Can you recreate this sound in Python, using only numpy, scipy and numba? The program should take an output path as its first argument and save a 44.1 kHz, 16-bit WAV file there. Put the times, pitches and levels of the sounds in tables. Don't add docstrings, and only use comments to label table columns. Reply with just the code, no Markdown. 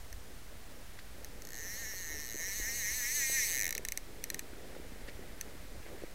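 import sys
import numpy as np
from scipy import signal
from scipy.fft import rfft, irfft, next_fast_len
from scipy.io import wavfile
from scipy.ndimage import uniform_filter1d, minimum_filter1d
from numba import njit

SR = 44100
rng = np.random.default_rng(int(sys.argv[2]) if len(sys.argv) > 2 else 0)


def put_to_file(sound):
    columns = np.atleast_2d(sound).T
    safe = np.clip(columns, -1, 1)
    whole_steps = np.round(safe * 32767)
    wavfile.write(sys.argv[1], SR, whole_steps.astype(np.int16))


def how_loud(loudness_db):
    steps = np.asarray(loudness_db, float) / 20
    return 10 ** steps


N = 270973

# (time [s], tooth rate [1/s])
FIRST_TUG = [
    (1.5332, 86.6),
    (1.6195, 164.6),
    (1.7389, 218.3),
    (1.8354, 231.0),
    (2.0906, 152.2),
    (2.2175, 151.3),
    (2.2857, 112.6),
    (2.3478, 114.7),
]
# (time [s], tooth rate [1/s])
SECOND_TUG = [
    (2.427, 182.6),
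    (2.7005, 231.5),
    (2.8949, 219.9),
    (3.1728, 281.1),
    (3.3502, 265.8),
    (3.4457, 233.2),
    (3.5327, 155.5),
    (3.6236, 94.9),
    (3.6667, 85.5),
]
# (time [s], extra level around 400 Hz [dB])
CLOTH_STIR = [
    (0, -3.5),
    (1.1, -2),
    (2.2, -0.4),
    (3.3, -2),
    (4.3, 0.1),
    (4.6, 1.5),
    (5.2, 4),
    (5.6, 0.9),
    (6.14, -0.5),
]


def reel():
    s, near_db, lone, turn, parts_db = pawl_impacts()
    since = np.arange(512) / SR - (s * SR % 1)[:, None] / SR
    ticks = crack(since, near_db) + reel_modes(since, near_db, lone, turn, parts_db)
    out = np.zeros(N)
    for when, tick in zip(s, ticks):
        add(out, when, tick)
    return out + scattered_tail(out)


def pawl_impacts():
    # (time [s], peak level [dB], extra level of the seat [dB])
    far_ticks = [
        (0.1272, -34.5, -0.5),
        (1.2458, -30.5, -5),
        (1.4204, -35, -10),
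        (1.4508, -34, -11),
        (1.4711, -36, -4),
        (1.4885, -35, -8),
        (1.5046, -35.5, -1.5),
        (1.52, -37, 1),
    ]
    # (time [s], peak level [dB], extra level of the seat [dB])
    near_ticks = [(3.6779, -23, 1), (3.691, -23, 0), (3.7068, -22, 1), (3.7257, -24, 0), (3.7503, -22.5, 0),
                  (3.7788, -21.5, 0), (3.8502, -22.5, 3), (3.8855, -22, -2), (3.9207, -21, -4),
                  (3.9741, -21.5, -4), (4.2398, -22.5, -2), (4.3012, -22.5, 1), (4.344, -23.5, 7),
                  (4.3926, -23, -1), (5.4109, -24, 2)]
    lone_rows = []
    # (post, frame, plate, rim) [dB]
    for rows, extra_db in ((far_ticks, (-1.5, -1.5, 3.3, 2.8)), (near_ticks, (-4.5, 4.5, 4, 2.5))):
        lone_rows.append([(s, db + 34, 1, seat_db, *extra_db) for s, db, seat_db in rows])
    far, near = lone_rows
    s, near_db, lone, seat_db, post_db, frame_db, plate_db, rim_db = np.vstack([far, run_ticks(), near]).T
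    turn = (np.arange(len(s)) - len(far)) / 45
    return s, near_db, lone, turn, (seat_db, post_db, frame_db, 0, plate_db, rim_db)


def run_ticks():
    # (time [s], level [dB])
    run_level = [
        (1.54, -47.5),
        (1.7, -43.5),
        (2.36, -44),
        (2.4, -40.5),
        (3.14, -34.5),
        (3.16, -32),
        (3.26, -34),
        (3.34, -32),
        (3.66, -35.5),
    ]
    far_db, lead_s, uneven_s = -69, 0.001094, 1.5e-5
    t = np.arange(int(FIRST_TUG[0][0] * SR), int(SECOND_TUG[-1][0] * SR) + 100) / SR
    teeth = np.cumsum(speed(t)) / SR
    s = np.interp(np.arange(int(teeth[-1]) + 1), teeth, t)
    near_db = np.interp(s, *np.transpose(run_level)) - 10 * np.log10(speed(s)) - far_db
    s = s - lead_s + uneven_s * rng.standard_normal(len(s))
    return np.column_stack([s, near_db, np.zeros((len(s), 6))])


def speed(t):
    # (share of speed [ratio], frequency [Hz], time of a crest [s], time when strongest [s], spread [s])
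    rod_swings = [
        (.0732, 4.8711, 2.9584, 2.9509, .3378),
        (.0277, 9.0013, 1.9036, 2.1106, .5641),
        (.016, 10.3297, 2.9707, 1.0, 2.6),
    ]
    tug = 0
    for share, hz, crest, middle, spread in rod_swings:
        tug = tug + share * np.cos(2 * np.pi * hz * (t - crest)) * np.exp(-((t - middle) / spread) ** 2)
    return np.interp(t, *np.transpose(FIRST_TUG + SECOND_TUG)) * (1 + tug)


def crack(since, near_db):
    noise = uniform_filter1d(rng.standard_normal(since.shape), size=2, axis=0)
    blow = np.maximum(since, 0) / 0.00051
    return how_loud(near_db - 53.5)[:, None] * 2.4 * band(noise, 10000, 13600) * blow * np.exp(1 - blow)


def reel_modes(since, near_db, lone, turn, parts_db):
    # (frequency [Hz], level when far [dB],
    # decay time t60 [s], gain per nearness [dB/dB], swing over a turn [dB], angle of the loudest [turns])
    metal_modes = [(1836, -42, 0.013, 0.4359, 3.5, 0.39), (2183, -45.5, 0.014, 1.2925, 3, 0.53),
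                   (2383, -54, 0.009, 1.4454, -1, 0.15), (2960, -59, 0.018, 0.88, 1, 0),
                   (4030, -49, 0.017, 0.98, 1, 1), (4400, -52.5, 0.0074, 0.54, 6, 0.92),
                   (4950, -58, 0.0051, 1.9, 0, 0.37), (5756, -35.5, 0.0062, .5, 4.5, 0.58),
                   (6004, -38.5, 0.0076, 1.1441, 2, 0.46), (6610, -33, 0.0044, 0.66, 2.5, 0.09),
                   (6960, -54, 0.0054, 1.64, -8.5, 0.03),
                   (7850, -50.5, 0.009, 1.39, 3.1, 0), (8640, -56, 0.0042, 1.96, 3.5, 0.77),
                   (9250, -58, 0.0044, 0.9, 5, 0.82), (10150, -73, 0.0052, 2.1, -10, 0.33),
                   (10800, -48.5, 0.0048, 1.39, -0.8, .7), (11320, -46, 0.0056, 0.66, -1.5, .2),
                   (12100, -44.5, 0.0051, 0.88, 0, .53), (13250, -47.5, 0.0046, 1.31, 4, 0),
                   (13730, -42.5, 0.0058, 0.77, -1, 0.9), (14460, -55, 0.0086, 0.57, 1, .55),
                   (15100, -62, 0.0044, 1, 6, .5), (16300, -61, .004, -2.5, .5, .5)]
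    part_tops_hz = [1960, 2280, 4240, 7300, 9800]
    heavy_top_hz, frame_lag_s = 3400, 0.00059
    count = len(near_db)
    bounce_s = 0.001104 * (1 + 0.025 * walk(count, 4) + 0.014 * rng.standard_normal(count))
    scatter_db = 1.17 * np.where(lone, 1.6, 1)
    rings = []
    for k, (hz, db, t60, share, swing_db, loudest) in enumerate(metal_modes):
        heavy = hz < heavy_top_hz
        part_db = parts_db[np.searchsorted(part_tops_hz, hz, side="right")]
        shade = 0.26 + 0.096 * np.clip(near_db, 0, 12) if heavy else 1
        turning_db = shade * swing_db * np.cos(2 * np.pi * (turn - loudest))
        chance_db = 1.1 * walk(count, 7) + scatter_db * rng.standard_normal(count)
        heard = how_loud(db + part_db + share * near_db + turning_db + chance_db)
        pitch = hz * (1 + 0.006 * walk(count, 5))
        pole = 2j * np.pi * pitch - np.log(1000) / t60
        for start, gain in ((0 * bounce_s, 1), (bounce_s, how_loud(-4))):
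            rings.append((start + frame_lag_s * heavy, pole, (-1) ** k * gain * heard))
    start, pole, gain = np.moveaxis(rings, 1, 0)
    return swell(since, start.real, pole, gain, rise_s=0.00041)


def swell(since, start, pole, gain, rise_s):
    first = np.ceil((start - since[:, 0]) * SR).astype(np.int64)
    t = since[:, 0] + first / SR - start
    turn, step = gain * np.exp(pole * t), np.exp(pole / SR)
    left, fade = np.exp(-t / rise_s), np.exp(-1 / (rise_s * SR))
    return ring(first, turn, step, left, fade, since.shape[1])


@njit
def ring(first, turn, step, left, fade, size):
    out = np.zeros((turn.shape[1], size))
    for m in range(turn.shape[0]):
        for k in range(turn.shape[1]):
            z, rest = turn[m, k], left[m, k]
            for i in range(first[m, k], size):
                out[k, i] += (1 - rest) * z.imag
                z, rest = z * step[m, k], rest * fade
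    return out


def scattered_tail(sound):
    t = np.arange(2048) / SR
    tail = rng.standard_normal(len(t)) * np.exp(-np.log(1000) * t / 0.04) * np.minimum(t / 0.0042, 1)
    return how_loud(-33) * signal.fftconvolve(sound, tail)[:N]


def hand():
    return knocks() + rubs() + patter()


def knocks():
    # (time [s], peak level [dB], ring frequency [Hz])
    housing_knocks = [(1.185, -54, 487), (1.218, -48, 495), (1.356, -48, 525), (1.937, -42, 503),
                      (2.344, -37, 336), (2.356, -39.5, 336), (2.404, -43.5, 552), (2.48, -42.5, 439),
                      (2.598, -38.5, 328), (2.693, -43, 503), (3.298, -36, 520), (3.762, -40.5, 436),
                      (3.794, -36.5, 443), (4.531, -39.5, 285), (4.765, -36.5, 480), (4.799, -37, 361),
                      (4.92, -42.5, 250), (4.959, -41.5, 476), (4.994, -51, 250), (5.085, -40, 385),
                      (5.192, -38, 376), (5.551, -40, 314), (5.863, -40, 493), (5.976, -42, 398),
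                      (6.021, -39, 390), (6.0366, -31, 430), (6.042, -38.5, 320), (6.081, -44, 476)]
    out, t = np.zeros(N), np.arange(1024) / SR
    for s, db, hz in housing_knocks:
        decay = np.exp(-2.5 * t * hz / 1.44)
        onset = np.minimum(t * hz * 1.14, 1)
        add(out, s, 4.1 * how_loud(db) * np.sin(2 * np.pi * hz * t) * decay * onset)
    return out


def rubs():
    # (time [s], length [s], level [dB], centre frequency [Hz])
    cloth_rubs = [(0.9867, 0.008, -51.5, 1990), (0.99, .014, -64, 4200), (3.763, .003, -54, 4000),
                  (3.769, 0.0037, -52, 4000), (4.533, 0.0074, -59, 1600), (4.748, 0.008, -53.5, 1600),
                  (5.072, 0.036, -56, 2020), (5.075, 0.028, -64, 4300), (5.824, 0.013, -60, 2040),
                  (5.847, 0.063, -63, 1950), (5.939, 0.17, -64.5, 1890)]
    out = np.zeros(N)
    for s, length, db, hz in cloth_rubs:
        chance = rng.standard_normal(8192)
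        snaps = band(chance ** 3 / 4, hz, 0.26 * hz)[:int(length * SR)]
        add(out, s, how_loud(db + 21.0) * snaps * np.sqrt(np.hanning(len(snaps))))
    return out


def patter():
    contacts = rng.standard_normal(N) * (rng.random(N) < 60 / SR)
    contacts = contacts * how_loud(np.interp(np.arange(N) / SR, *np.transpose(CLOTH_STIR)))
    return how_loud(-19.5) * band(band(contacts, 306, 380), 306, 380)


def bank():
    # (frequency [Hz], level per Hz [dB])
    bank_spectrum = [(13, -46), (22, 4.5), (59, -0.5), (135, -12.5), (173, -13), (396, -15), (430, -12.5),
                     (1040, -23.5), (1750, -21.5), (2010, -20.5), (2640, -26), (3030, -26.5), (3880, -27),
                     (13800, -32.5), (15800, -35)]
    size = next_fast_len(N, True)
    f = np.fft.rfftfreq(size, 1 / SR) + 1e-9
    hz, db_per_hz = np.transpose(bank_spectrum)
    noise = rfft(rng.standard_normal(size)) * how_loud(np.interp(np.log(f), np.log(hz), db_per_hz))
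    noise = noise * how_loud(-49.5) / np.std(irfft(noise, size))
    stir_db = np.interp(np.arange(N) / SR, *np.transpose(CLOTH_STIR))
    rustle, breeze_db = slow(25), breeze()
    out = 0
    for octave in np.arange(3, 15, 0.5):
        share = np.cos(np.pi / 2 * np.clip(2 * (np.log2(f) - octave), -1, 1)) ** 2
        cloth = np.exp(-(octave - np.log2(380)) ** 2 / 1.08)
        cloth_hiss = np.exp(-(octave - np.log2(2000)) ** 2 / 0.2)
        gusty = np.clip(2 * (np.log2(140) - octave), 0, 1)
        db = cloth * (stir_db + 4.6 * rustle) + (0.5 + 1.1 * cloth) * slow(12)
        db = db + gusty * breeze_db + 0.69 * stir_db * cloth_hiss
        out = out + how_loud(db) * irfft(noise * share, size)[:N]
    return out


def breeze():
    # (time [s], extra level of rumble [dB])
    wind_puffs = [(0.05, 2), (0.17, 7.5), (1.39, 5), (1.61, 3.5), (2.17, 4), (2.49, 2), (2.61, 11.5),
                  (3.52, 4), (4.05, 3), (4.87, 7.5), (5.04, 6), (5.16, 6.5), (5.6, 5), (5.76, 6)]
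    calm_db, eddy_db, puff_s = -2, -0.1, 0.032
    t = np.arange(N) / SR
    puffs_db = sum(db * np.exp(-((t - s) / puff_s) ** 2) for s, db in wind_puffs)
    return calm_db + eddy_db * slow(8) + puffs_db


def slow(rate):
    return np.repeat(walk(N // 64 + 1, SR / 64 / rate), 64)[:N]


def walk(count, hold):
    k = max(int(hold), 1)
    steps = np.repeat(rng.standard_normal(count // k + 1), k)
    return 0.82 * uniform_filter1d(uniform_filter1d(steps, k), k)[:count]


def band(x, hz, width):
    return signal.lfilter(*signal.iirpeak(min(hz, 0.45 * SR), hz / width, fs=SR), x)


def add(out, s, sound):
    i = int(s * SR)
    out[i:i + len(sound)] += sound[:len(out) - i]


def scene():
    return (reel() + hand() + bank())[None]


def top_cut(x):
    return signal.sosfilt(signal.butter(12, 16990, fs=SR, output="sos"), x)


def low_pass(x, top_hz):
    return signal.sosfiltfilt(signal.ellip(12, 0.1, 40, top_hz, fs=SR, output="sos"), x)


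def record(dry):
    wide, narrow = low_pass(dry, 16520), low_pass(dry, 15820)
    power = uniform_filter1d(np.diff(dry, 2, prepend=[[0, 0]]) ** 2, 64) + 1e-14
    contrast = 1 / minimum_filter1d(power, 700) / minimum_filter1d(1 / power, 700)
    sudden = uniform_filter1d(1.0 * (contrast > how_loud(2 * 25)), 128)
    mix = narrow + sudden * (wide - narrow) + 0.0052
    return top_cut(mix)


dry = scene()
out = record(dry)
put_to_file(out)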